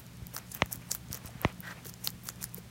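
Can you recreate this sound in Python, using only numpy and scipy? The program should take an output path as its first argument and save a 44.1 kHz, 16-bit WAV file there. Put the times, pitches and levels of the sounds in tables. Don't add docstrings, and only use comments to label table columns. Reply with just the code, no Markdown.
import sys
import numpy as np
from scipy import signal
from scipy.fft import rfft, irfft, next_fast_len
from scipy.io import wavfile
from scipy.ndimage import uniform_filter1d, map_coordinates

SR = 44100
rng = np.random.default_rng(int(sys.argv[2]) if len(sys.argv) > 2 else 0)


def bounce(signal):
    frames = np.transpose(np.atleast_2d(signal))
    limited = np.clip(frames, -1, 1)
    pcm = np.round(limited * 32767).astype(np.int16)
    wavfile.write(sys.argv[1], SR, pcm)


N = 119070
TIME = np.arange(N) / SR


def amp(db):
    return 10 ** (np.asarray(db) / 20)


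def unit(x):
    return x / np.sqrt(np.mean(x ** 2) + 1e-20)


def sized(x, db, seconds):
    return x * amp(db) * np.sqrt(seconds * SR / (np.sum(x ** 2) + 1e-30))


def along(points, hz):
    point_hz, point_db = np.transpose(points)
    return amp(np.interp(np.log(hz + 1), np.log(point_hz + 1), point_db))


def filtered(x, response):
    size = next_fast_len(N + 8192)
    spectrum = rfft(x, size) * response(np.fft.rfftfreq(size, 1 / SR))
    return irfft(spectrum, size)[:N]


def coloured(x, points):
    return unit(filtered(x, lambda hz: along(points, hz)))


def wobble(rate_hz):
    knots = rng.standard_normal(int(N * rate_hz / SR) + 4)
    return map_coordinates(knots, [TIME * rate_hz])


def add(track, start_s, sound):
    part = track[max(round(start_s * SR), 0):][:len(sound)]
    part += sound[:len(part)]


# pitch_hz, level_db, unsteadiness (share of the tone)
HUM_TONES = [(118.4, -55, 0.11), (178, -58, 0.9)]


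def hum():
    total = np.zeros(N)
    for pitch_hz, level_db, unsteadiness in HUM_TONES:
        waver = 1 + unsteadiness * (wobble(14) + 1j * wobble(13))
        tone = np.real(waver * np.exp(2j * np.pi * pitch_hz * TIME))
        total += amp(level_db) * unit(tone)
    return total


# frequency_hz, relative level_db
RUMBLE_COLOUR = [(20, -30), (40, -9), (65, 0.5), (95, -6.5), (130, 0), (175, -0.5), (230, -6), (300, -13),
                 (450, -24), (900, -50)]
RUMBLE_DB = -53


def rumble():
    return amp(RUMBLE_DB) * coloured(rng.standard_normal(N), RUMBLE_COLOUR)


# frequency_hz, relative level_db
HISS_COLOUR = [(210, -19), (350, 2), (871, -3.5), (943, -4), (1040, -4.5), (2070, -6), (16000, -17)]
HISS_DB, HISS_LOW_HZ = -57.5, 295


def hiss():
    def response(hz):
        return along(HISS_COLOUR, hz) * hz ** 2 / (hz ** 2 + HISS_LOW_HZ ** 2)
    return amp(HISS_DB) * unit(filtered(rng.standard_normal(N), response))


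def background():
    return hum() + hiss() + rumble()


ROOM_DB, ROOM_T60_S = -23, 0.11


def room(x):
    t = np.arange(SR // 3) / SR
    tail = rng.standard_normal(len(t)) * amp(-60 * t / ROOM_T60_S) * (t > .003)
    return x + amp(ROOM_DB) * signal.fftconvolve(x, tail / np.linalg.norm(tail))[:N]


# start_s, level_db, corner_hz (duller above it), dulling_db_per_octave
BUMPS = [(.218, -41, 115, 14), (.6205, -22.5, 1300, 1), (.770, -46, 110, 10), (1.101, -37.5, 171, 16),
         (1.245, -40.5, 185, 15), (1.4484, -22, 340, 3.5), (2.137, -51.5, 90, 14), (2.435, -48, 90, 14)]
# frequency_hz, relative level_db
BUMP_COLOUR = [(20, -42), (35, -16), (58, -5), (115, 0.5), (210, -5), (310, -5.5), (450, -10), (610, -0.5),
               (730, -6.5), (1150, 2.5), (1570, -4), (1950, 6), (2550, -9), (3200, -11.5), (4200, -14.5),
               (5200, -23), (6000, -19.5), (7500, -35), (16000, -52)]
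LAG_CYCLES, LAG_KNEE_HZ = 1.05, 12
REBOUND_S, REBOUND_SHARE = 0.00032, 0.87
RATTLE_DB, RATTLE_S = -15, 0.0035


def bumps():
    track = np.zeros(N)
    hz, t = np.fft.rfftfreq(SR // 2, 1 / SR), np.arange(SR // 50) / SR
    lag = np.exp(-2j * np.pi * LAG_CYCLES * np.log(hz + LAG_KNEE_HZ))
    rebound = 1 + REBOUND_SHARE * np.exp(-2j * np.pi * hz * REBOUND_S)
    for start_s, level_db, corner_hz, dulling in BUMPS:
        softness = amp(-dulling * np.log2(1 + (hz / corner_hz) ** 4) / 4)
        knock = irfft(along(BUMP_COLOUR, hz) * softness * lag * rebound)[:SR // 10]
        rattle = rng.standard_normal(len(t)) * np.exp(-t / RATTLE_S)
        contact = (t == 0) + amp(RATTLE_DB) * rattle / np.linalg.norm(rattle)
        add(track, start_s, sized(np.convolve(knock, contact), level_db, 0.017))
    return track


CELLS_PER_S, CELL_SPREAD_DB = 2100, 3.5
JUICE_SHARE = 0.39
CELL_COLOUR_DB = 4.5


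def cells():
    size_db = CELL_SPREAD_DB * np.minimum(rng.exponential(size=N), 3.5)
    bursts = amp(size_db) * np.sign(rng.standard_normal(N)) * (rng.random(N) < CELLS_PER_S / SR)
    spray = unit(bursts) + JUICE_SHARE * rng.standard_normal(N)
    spectrogram = signal.stft(spray, nperseg=128)[2]
    patches = uniform_filter1d(rng.standard_normal(spectrogram.shape), size=5, axis=0)
    patches = uniform_filter1d(patches, size=4, axis=1)
    return signal.istft(spectrogram * amp(CELL_COLOUR_DB * unit(patches)), nperseg=128)[1][:N]


def friction(swells, colour):
    power = np.zeros(N)
    for middle_s, half_length_s, level_db in swells:
        bell = np.exp(-.5 * ((TIME - middle_s) / half_length_s) ** 2)
        power += (amp(level_db) * bell) ** 2
    grain = unit(cells()) + rng.standard_normal(N)
    return np.sqrt(power) * coloured(grain, colour)


# middle_s, half_length_s, level_db
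RUBS = [(.41, 0.035, -56.5), (.62, .025, -51), (.83, 0.028, -58.5), (1.235, 0.052, -57.5),
        (1.37, 0.044, -56), (1.44, 0.019, -45), (1.485, 0.026, -48.5), (1.775, .035, -54.5)]
# frequency_hz, relative level_db
RUB_COLOUR = [(100, -19), (400, -3), (1100, -1), (1600, -4), (2400, -4), (4000, -14.5), (7000, -22),
              (16000, -28)]


def rubbing():
    return friction(RUBS, RUB_COLOUR)


# middle_s, half_length_s, level_db
BRUSHES = [(1.648, 0.013, -47.5), (1.675, 0.014, -43), (1.712, .017, -42.5)]
# frequency_hz, relative level_db
BRUSH_COLOUR = [(100, -18), (400, -9.5), (900, -8.5), (1300, -6), (1480, -1), (1600, 0.5), (1750, -4.5),
                (1910, 2.5), (2150, -8.5), (2700, -12.5), (4000, -16.5), (7000, -23), (11000, -27.5),
                (13500, -23), (16000, -32)]


def brushing():
    return friction(BRUSHES, BRUSH_COLOUR)


# start_s, level_db, pitch_hz
SMACKS = [(.708, -55.5, 690), (.745, -51, 267), (.9, -55, 900), (.916, -52, 520), (1.148, -52.5, 450),
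          (1.29, -54.5, 650), (1.352, -45, 170), (1.588, -44, 160), (1.856, -49.5, 386), (2.08, -46, 150),
          (2.58, -49.5, 475)]
SMACK_S, SMACK_CYCLES = 0.0044, 0.72


def smacks():
    track, t = np.zeros(N), np.arange(SR // 20) / SR
    for start_s, level_db, pitch_hz in SMACKS:
        ring = t * np.exp(-t * pitch_hz / SMACK_CYCLES) * np.sin(2 * np.pi * pitch_hz * t)
        push = rng.standard_normal(len(t)) * np.exp(-t / SMACK_S)
        add(track, start_s, sized(np.convolve(ring, push), level_db, 0.016))
    return track


# frequency_hz, relative level_db
CRACKLE_COLOUR = [(800, -42), (3000, -21), (4500, -9), (5500, 0), (6500, -0.5), (8200, -2.5), (10300, -0.5),
                  (16000, -13)]
# frequency_hz, relative level_db
FIZZ_COLOUR = [(3000, -38), (8000, -10), (10500, -14.5), (12500, -0.5), (15000, -2.5), (15700, -1),
               (16100, 4)]
CRUMBS_PER_S, CRUMB_DB, CRUMB_SPREAD_DB = 16, -69.5, 5.5


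def crumbs():
    sizes = amp(CRUMB_SPREAD_DB * rng.standard_normal(N))
    ticks = sizes * (rng.random(N) < CRUMBS_PER_S / SR)
    return amp(CRUMB_DB) * unit(coloured(ticks, CRACKLE_COLOUR) + coloured(ticks, FIZZ_COLOUR))


# start_s, then a level_db for each of the four rings, before SNAP_DB
SNAPS = [(0.0656, -64, -68, -51, -51), (0.269, -62, -56, -46, -37), (0.339, -68, -70, -56, -40),
         (0.3494, -69, -71, -54, -34), (0.3653, -32, -53, -29.5, -31), (0.3791, -40.5, -59, -39.5, -33),
         (0.386, -48, -62, -42, -44), (0.5198, -62, -65, -45, -49), (0.5436, -69, -62, -54, -39),
         (0.5495, -46.5, -61, -46, -28), (0.6597, -46.5, -56, -46.5, -41.5), (0.7282, -62, -62, -30, -25),
         (0.7354, -51, -58, -46, -40), (0.7443, -51, -61, -52, -46), (0.7581, -60, -65, -54, -37),
         (0.9124, -65, -57, -33, -51), (0.9156, -43, -59, -22.5, -27.5), (0.9175, -46, -41, -23.5, -32),
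         (0.9428, -62, -61, -44, -43), (0.9497, -38.5, -39.5, -34.5, -25), (1.0855, -73, -69, -49.5, -67),
         (1.1297, -67, -64, -30, -29), (1.1453, -47, -48, -39, -30), (1.1519, -44, -58, -37, -39),
         (1.1738, -62, -63, -47, -40), (1.2589, -57, -64, -49, -38), (1.4156, -60, -57, -61, -31.5),
         (1.605, -68, -62, -69, -32.5), (1.8556, -44, -43.5, -45, -49), (1.868, -60, -56, -46, -37.5),
         (1.896, -65, -51, -44, -39), (1.9392, -56, -47, -41, -49), (2.0462, -66, -50, -42, -30),
         (2.074, -33.5, -20, -33.5, -23.5), (2.1036, -61, -55, -43, -36.5), (2.2366, -74, -69, -65, -45),
         (2.2723, -69, -53, -47, -39), (2.2887, -33.5, -29.5, -27.5, -31.5), (2.298, -47, -53, -40, -44),
         (2.4281, -47, -63, -34, -32.5), (2.4411, -38, -35.5, -32.5, -26.5), (2.5454, -70, -58, -63, -30)]
# pitch_hz (before scatter), time_constant_s
RINGS = [(1400, 0.00024), (4700, .00013), (6700, 0.000089), (13600, 0.000041)]
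SNAP_DB, SNAP_S, SNAP_SPREAD = -1.5, 0.0017, 0.055
SPLINTER_DB, SPLINTER_S = -6.5, 0.0013


def snaps():
    track, t = np.zeros(N), np.arange(SR // 100) / SR
    for start_s, *levels_db in SNAPS:
        splinters = rng.standard_normal(len(t)) * np.exp(-t / SPLINTER_S)
        force = amp(SPLINTER_DB) * splinters / np.linalg.norm(splinters)
        force[0] += 1
        for (pitch_hz, tau_s), level_db in zip(RINGS, levels_db):
            scattered_hz = pitch_hz * np.exp(SNAP_SPREAD * rng.standard_normal())
            swell = (t / tau_s) ** 2 * np.exp(-t / tau_s)
            ring = swell * np.sin(2 * np.pi * (scattered_hz * t + rng.random()))
            add(track, start_s, sized(np.convolve(force, ring), level_db + SNAP_DB, SNAP_S))
    return track


def stroke(start_s, length_s, rise_s, fall_s, sag_db=0):
    attack = np.minimum(TIME - start_s, 0) / rise_s
    release = np.maximum(TIME - start_s - length_s, 0) / fall_s
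    progress = np.clip((TIME - start_s) / length_s, 0, 1)
    return np.exp(attack - release) * amp(-sag_db * (progress - .5))


# start_s, length_s, crackle level_db, fizz level_db, fall over the bite in dB, mouth level_db
BITES = [(0.0, .014, -58, -51, 12, -64), (0.343, 0.044, -49, -45.5, 1, -53),
         (0.5197, 0.0048, -39, -53, 10, -62), (.544, 0.0072, -46, -37, -6, -52.5),
         (0.561, 0.013, -62, -43, -9, -51.5), (0.715, 0.019, -47, -40, -6, -58),
         (0.741, 0.021, -51, -46, 4, -57), (0.907, 0.02, -41.5, -47, -2, -51),
         (0.934, 0.022, -46.5, -45, 2, -55.5), (.955, .013, -53, -44, 0, -55),
         (1.114, 0.063, -51, -54, 6, -53), (1.251, 0.029, -51.5, -60, -3, -54.5),
         (1.849, 0.052, -50, -46, 2, -53.5), (2.044, 0.047, -43.5, -38.5, 13.5, -50.5),
         (2.235, 0.033, -59, -49, -4, -69), (2.263, 0.04, -46.5, -51, -1.5, -54.5),
         (2.413, 0.042, -47.5, -48, 2.5, -55), (2.56, 0.028, -56, -46.5, -6, -60)]
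# frequency_hz, relative level_db
MOUTH_COLOUR = [(100, -30), (300, -3), (550, 1.5), (900, 2), (1400, 1.5), (2200, 0), (3500, -4),
                (6000, -12), (12000, -40)]
BITE_RISE_S, BITE_FALL_S = 0.0028, 0.0047
MOUTH_RISE_S, MOUTH_FALL_S = 0.013, 0.007
FRINGE_DB, FRINGE_S = -15, 0.04


def bites():
    power = np.zeros((3, N))
    for start_s, length_s, crackle_db, fizz_db, sag_db, mouth_db in BITES:
        fringe = amp(FRINGE_DB) * stroke(start_s, length_s, FRINGE_S, FRINGE_S)
        bite = stroke(start_s, length_s, BITE_RISE_S, BITE_FALL_S, sag_db)
        crush = np.hypot(bite, fringe)
        grind = stroke(start_s, length_s, MOUTH_RISE_S, MOUTH_FALL_S)
        power[0] += (amp(crackle_db) * crush) ** 2
        power[1] += (amp(fizz_db) * crush) ** 2
        power[2] += (amp(mouth_db) * grind) ** 2
    crackle = np.sqrt(power[0]) * coloured(cells(), CRACKLE_COLOUR)
    fizz = np.sqrt(power[1]) * coloured(cells(), FIZZ_COLOUR)
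    grinding = np.sqrt(power[2]) * coloured(cells(), MOUTH_COLOUR)
    return crackle + fizz + grinding


def scene():
    chewing = bites() + snaps() + crumbs() + smacks()
    in_room = room(chewing + brushing() + rubbing())
    return (in_room + bumps() + background())[None]


TOP_HZ = 15950


def record(dry):
    def response(hz):
        return np.clip((TOP_HZ - hz) / 300 + .5, 0, 1)
    return np.array([filtered(channel, response) for channel in dry])


dry = scene()
out = record(dry)
bounce(out)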